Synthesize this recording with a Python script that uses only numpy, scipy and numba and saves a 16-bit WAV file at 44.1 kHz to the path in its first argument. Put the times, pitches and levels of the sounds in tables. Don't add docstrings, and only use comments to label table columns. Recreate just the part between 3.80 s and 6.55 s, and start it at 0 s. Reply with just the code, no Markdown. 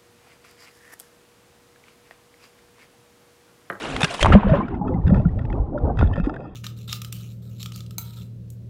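import sys
import numpy as np
from scipy import signal
from scipy.fft import rfft, irfft
from scipy.io import wavfile
from scipy.ndimage import uniform_filter1d
from numba import njit

SR = 44100
rng = np.random.default_rng(int(sys.argv[2]) if len(sys.argv) > 2 else 0)


def unload_audio(sound):
    columns = np.transpose(np.atleast_2d(sound))
    steps = np.round(np.clip(columns, -1, 1) * 32767)
    wavfile.write(sys.argv[1], SR, steps.astype(np.int16))


def boost_factor(decibels):
    exponent = np.asarray(decibels, float) / 20
    return 10 ** exponent


N = 121275


def seconds():
    return np.arange(N) / SR


def curve(table):
    t, level = np.array(table, float).T
    return np.interp(seconds(), t, level)


def colour(table, hz):
    f, level = np.array(table, float).T
    return np.interp(np.log(hz), np.log(f), level)


def unit(x):
    return x / np.sqrt(np.mean(x ** 2))


def band(x, lo_hz, hi_hz, order=2):
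    return signal.sosfilt(signal.butter(order, [lo_hz, hi_hz], "band", fs=SR, output="sos"), x)


def tinted(table):
    hz = np.maximum(np.fft.rfftfreq(N, 1 / SR), 1)
    return unit(irfft(rfft(rng.standard_normal(N)) * boost_factor(colour(table, hz)), N))


def walk(rate_hz):
    hold = int(SR / rate_hz)
    steps = np.repeat(rng.standard_normal(N // hold + 1), hold)
    return 3.37 * uniform_filter1d(uniform_filter1d(steps, hold), hold)[:N]


@njit
def ring(start, hz, cycles, size, glide, rise):
    out = np.zeros(N)
    for k in range(len(start)):
        life = cycles[k] * SR / hz[k]
        first, phase = int(start[k] * SR), 0.
        for j in range(min(int(2.5 * life), N - first)):
            phase += 2 * np.pi * hz[k] * (1 + glide * (j / life - .3)) / SR
            swell = (1 - np.exp(-j * hz[k] / (rise[k] * SR))) ** 2
            out[first + j] += size[k] * np.sin(phase) * swell * 10 ** (-j / life)
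    return out


def listed(table, glide, rise, boost_db, cycles=2.):
    rows = np.array(table, float)
    cycles = rows[:, 3] if rows.shape[1] > 3 else np.full(len(rows), cycles)
    size = boost_factor(rows[:, 1] + boost_db)
    swell_cycles = rise * np.clip(cycles / 8, .2, 2)
    return ring(rows[:, 0], rows[:, 2], np.maximum(cycles, 1), size, glide, swell_cycles)


def swarm(rate, table, cycles, scatter_db):
    u = rng.random((6000, 4))
    s = np.cumsum(-np.log(u[:, 0] + 1e-9)) / rate
    u, s = u[s < N / SR], s[s < N / SR]
    hz = table[0][0] * (table[-1][0] / table[0][0]) ** u[:, 1]
    size = boost_factor(colour(table, hz) - scatter_db * np.log(.03 + u[:, 2])) * hz
    life_cycles = cycles * (0.5 + 1.52 * u[:, 3])
    return unit(ring(s, hz, life_cycles, size, 0.049, np.full(len(hz), 0.9)))


def bursts(table, share):
    t, env = seconds(), np.zeros(N)
    for s, db, length in table:
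        late = np.maximum(t - s + 0.0013, 0) / (share * max(length, .003) / 4)
        env += boost_factor(db) * (late / 2) ** 2 * np.exp(2 - late)
    return env


# [t/s, level/dB]
SPRAY_LEVEL = [
    (0, -34),
    (.38, -39),
    (.45, -36),
    (.48, -36.5),
    (.53, -25.5),
    (.59, -40),
    (.66, -41),
    (.77, -38.5),
    (.83, -50.5),
    (1.0, -57.5),
]
# [f/Hz, level/dB per Hz]
SPRAY_COLOUR = [(250, -26), (366, 1), (995, -2), (2620, -6.5), (3500, -18), (4600, -26.5), (9230, -33),
                (15500, -48)]
# [t/s, peak level/dB, length/s]
SLAPS = [(.165, -15.5, 0.0042), (.308, -32, 0.014), (.395, -29.5, .006), (.206, -20, 0.011),
         (.217, -22, 0.01), (.231, -14, 0.01), (.243, -13, 0.012), (.34, -27.5, 0.017), (.405, -23.5, 0.03),
         (.429, -8.5, 0.004), (.459, -15, 0.0081), (.521, -19.5, 0.044)]


def spray():
    drops = swarm(2000, SPRAY_COLOUR, cycles=12, scatter_db=1.8)
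    mix = unit(drops + tinted(SPRAY_COLOUR))
    t = seconds()
    treble_db = np.interp(t, [.16, .435, .46, .52, .6], [7, 11.5, -2.5, -6.5, -19.5])
    fade = np.clip((SPRAY_LEVEL[-1][0] - t) / 0.056, 0, 1)
    steady = boost_factor(curve(SPRAY_LEVEL) + 4.5 + 0.76 * walk(40)) * fade
    flare = bursts(SLAPS, 0.63)
    low = band(mix, 150, 1550, order=3) * (steady * boost_factor(-.3 * treble_db) + boost_factor(-7.5) * flare)
    middle = band(mix, 1604, 3700, order=3) * (steady + flare)
    high = band(mix, 3800, 20000, order=4) * boost_factor(treble_db) * (steady + boost_factor(0.5) * flare)
    return low + middle + high


# [t/s, level/dB]
CHURN = [(0, -30), (.4, -45), (.45, -25), (.6, -34.5), (.7, -25), (.82, -27.5), (.95, -29.5), (1.13, -25.5),
         (1.22, -33.5), (1.35, -27.5), (1.5, -44.5), (1.75, -33), (2.1, -29), (2.16, -37), (2.3, -35.5),
         (2.45, -39.5), (2.53, -35), (2.75, -49)]
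# [f/Hz, level/dB per Hz]
CLOUD_COLOUR = [(71, -27.5), (120, -7), (210, -9.5), (244, -6), (274, -7.5), (828, -16), (1310, -33.5),
                (2500, -54), (3250, -92.5), (5500, -120)]


def cloud():
    bubbles = swarm(900, CLOUD_COLOUR, cycles=13, scatter_db=2.4)
    mix = band(bubbles + boost_factor(-6) * tinted(CLOUD_COLOUR), 90, 1400, order=5)
    thin = 0.93 * np.exp(-((seconds() - 0.88) / 0.42) ** 2)
    mix = mix - thin * band(mix, 330, 950, order=1)
    return unit(mix) * boost_factor(curve(CHURN) + 1 + 0.99 * walk(21.133))


# [t/s, level/dB]
SURGE = [(0, -47), (.17, -31), (.39, -46.5), (.43, -16.5), (.55, -1), (.6, -27), (.68, -11), (.82, -28.5),
         (1.22, -21), (1.27, -12), (1.6, -18), (1.95, -27), (2.2, -12.5), (2.34, -18), (2.52, -33),
         (2.75, -38.5)]
# [t/s, peak level/dB, f/Hz]
HEAVES = [(0.417, -11.5, 46.2), (0.473, -20, 78.6), (0.509, -4.5, 77.6), (0.678, -34, 45),
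          (1.147, -19.5, 112), (1.517, -25, 59.6), (1.798, -9, 57.6), (2.035, -9.5, 71.8),
          (2.148, -26.5, 60), (2.191, -8, 96), (2.271, -20, 59), (2.311, -8.5, 100.8), (2.428, -12, 45.4)]


def surge():
    centre_hz, width_hz = 65.3, 79
    flow = unit(band(rng.standard_normal(N), centre_hz - width_hz / 2, centre_hz + width_hz / 2))
    heaves = listed(HEAVES, glide=0., rise=0.26, boost_db=0.54, cycles=2.8)
    return flow * boost_factor(curve(SURGE) - 5.5 + walk(22)) + heaves


# [t/s, peak level/dB, f/Hz, life/cycles]
PINGS = [(.164, -16, 3200, 9), (.231, -7, 3600, 17), (.301, -23.5, 693, 26), (.394, -12, 910, 3),
         (.429, -4.5, 1800, 3.3), (.432, -8, 3200, 20), (.583, -13, 1075, 12), (.666, -11, 506, 5),
         (.772, -21, 1035, 34), (.832, -35.5, 2300, 38), (.94, -39.5, 2050, 25), (1.08, -23, 1294, 16.4),
         (1.139, -39.5, 2030, 30), (1.213, -46, 1830, 18), (1.272, -47, 2420, 26), (1.28, -44.5, 2770, 29),
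         (1.279, -23, 1490, 8), (1.488, -41.5, 1905, 22), (1.592, -29, 1890, 5.5), (1.702, -19.5, 814, 4.7),
         (1.701, -31, 2100, 7.4), (1.727, -30.5, 1760, 7.9), (1.729, -37.5, 2530, 17.5),
         (1.958, -12.5, 575, 6.3), (2.09, -42, 1530, 40), (2.192, -22, 1276, 8), (2.218, -17.5, 1410, 25),
         (2.245, -32.5, 1680, 11), (2.273, -41.5, 3400, 28), (2.313, -22, 1035, 5.4),
         (2.335, -37, 3060, 32), (2.357, -38, 1680, 12), (2.375, -15.5, 554, 8), (2.405, -39.5, 2600, 45),
         (2.44, -25, 1196, 8.9), (2.4955, -18.5, 1310, 7.5), (2.495, -16, 733, 4), (2.54, -26.5, 1430, 8),
         (2.565, -22, 1600, 8.3), (2.598, -22, 503, 3.8), (2.655, -32.5, 1220, 9.9)]


def pings():
    return listed(PINGS, glide=0.019, rise=1.5, boost_db=2.4)


# [t/s, peak level/dB, f/Hz, life/cycles]
BUBBLES = [(.216, -10, 782, 2.3), (.243, -16.5, 1606, 23), (.426, -10.5, 581, 7.3), (.447, 2, 900, 1.3),
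           (.458, -2.5, 896, 3.9), (.466, -4, 1100, 4.3), (.503, -1.5, 500, 0.92), (.522, -6, 1318, 14),
           (.55, -2.5, 612, 10.1), (.632, -13, 900, 5.1), (.692, -20, 637, 58), (.732, -9, 566, 16),
           (.74, -20, 1045, 24), (.805, -18, 1042, 23), (1.013, -24, 826, 40), (1.102, -26.5, 514, 35),
           (1.306, -19, 561, 9.4), (1.399, -22.5, 603, 12), (1.452, -30, 1387, 19), (1.945, -23, 589, 35),
           (1.977, -26.5, 1373, 14), (2.212, -7, 800, 0.93), (2.228, -4.5, 640, 1.06),
           (2.367, -18, 793, 1.3)]


def single_bubbles():
    return listed(BUBBLES, glide=0.02, rise=0.56, boost_db=4.1)


# [t/s, peak level/dB, f/Hz, life/cycles]
GULPS = [(0.234, -9, 159, 2.4), (0.482, -9.5, 157.2, 2.4), (0.534, -1, 165.2, 6.3), (0.552, 6.5, 201, 5.5),
         (0.639, -12, 198, 13.6), (0.717, -2, 151, 3), (0.779, -14, 200.8, 7.6), (1.009, -14, 175.4, 3.8),
         (1.142, -13, 172.4, 4.3), (1.184, -16, 169, 5.2), (1.247, -11, 109, 3.9), (1.27, -7, 149.8, 2.8),
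         (1.293, -4, 162.5, 2.3), (1.32, -3, 190.5, 5.3), (1.358, -18, 210.3, 14),
         (1.388, -7.5, 123.5, 1.6), (1.455, -3.5, 167, 4.4), (2.227, -9, 288, 2.35),
         (2.379, -12, 159.5, 1.8), (2.398, -10.5, 179.5, 2.8), (2.47, -9, 281, 3.74)]


def gulps():
    return listed(GULPS, glide=0.013, rise=1.0, boost_db=5.36)


# [t/s, peak level/dB, length/s]
TICKS = [(0.691, -32, .03), (0.755, -30, 0.011), (0.773, -40, 0.011), (0.819, -43, 0.0073),
         (0.883, -34.5, .01), (0.949, -43.5, 0.013), (1.075, -45, 0.03), (1.14, -51, 0.018),
         (1.268, -35, 0.011), (1.278, -30, 0.012), (1.298, -39.5, 0.019), (1.344, -31.5, 0.013),
         (1.353, -40, .06), (1.395, -43.5, .015), (1.415, -45, 0.0054), (1.589, -39.5, 0.016),
         (1.61, -49.5, 0.033), (1.653, -37, 0.0047), (1.703, -37.5, 0.005), (1.727, -35.5, 0.0078),
         (1.984, -44, 0.0085), (2.173, -35.5, .008), (2.189, -22.5, 0.014), (2.196, -38, 0.054),
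         (2.234, -39, 0.026), (2.263, -40, 0.0044), (2.273, -41, 0.0099), (2.331, -38.5, 0.021),
         (2.357, -35, 0.016), (2.369, -43, 0.052), (2.401, -29.5, 0.0046), (2.433, -39, 0.056),
         (2.46, -40.5, 0.018), (2.495, -33.5, 0.0095), (2.54, -37.5, 0.012), (2.563, -35, 0.0037),
         (2.604, -49.5, 0.0091)]
# [f/Hz, level/dB per Hz]
FIZZ_COLOUR = [(700, -0.5), (1600, 0.5), (3500, -18.5), (5200, -29), (8000, -33.5)]
HOUSING_HZ = [1374, 1800, 2600, 3340, 3600, 4900]


def ticks():
    s, db, length = np.array(TICKS, float).T[:, :, None]
    u = rng.random((len(TICKS), 8, 4)).transpose(2, 0, 1)
    note = (u[0] * len(HOUSING_HZ)).astype(int)
    hz = np.array(HOUSING_HZ)[note] * (1 + .08 * (u[3] - u[2]))
    size = boost_factor(db + colour(FIZZ_COLOUR, hz) + 20 * np.log10(hz / 1000) - 12 * u[2] - 6.0)
    start, cycles = s - .003 + length * u[1], 26 * (.3 + u[3])
    fizz = ring(start.ravel(), hz.ravel(), cycles.ravel(), size.ravel(), .01, np.full(hz.size, 5.))
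    rasp = tinted([(300, -19.0)] + FIZZ_COLOUR + [(12000, -62.5)])
    notes = sum(boost_factor(7 + 1.5 * walk(45)) * band(rasp, .955 * f, 1.045 * f) for f in HOUSING_HZ)
    rasp = unit(rasp + notes)
    wash = boost_factor(-59 + walk(20.0)) * (seconds() > 2.17)
    return fizz + rasp * (boost_factor(-1) * bursts(TICKS, share=.5) + wash)


def scene():
    mix = spray() + cloud() + surge() + pings() + single_bubbles() + gulps() + ticks()
    fade = np.minimum((N - np.arange(N)) / SR / 0.01, 1)
    return (mix * fade)[None]


def top_cut(x):
    return signal.sosfilt(signal.butter(12, 15720, fs=SR, output="sos"), x)


def record(dry):
    low = signal.sosfiltfilt(signal.butter(8, 10800, fs=SR, output="sos"), dry)
    wet = low + boost_factor(-15) * (dry - low)
    return top_cut(np.tanh(wet))


dry = scene()
out = record(dry)
unload_audio(out)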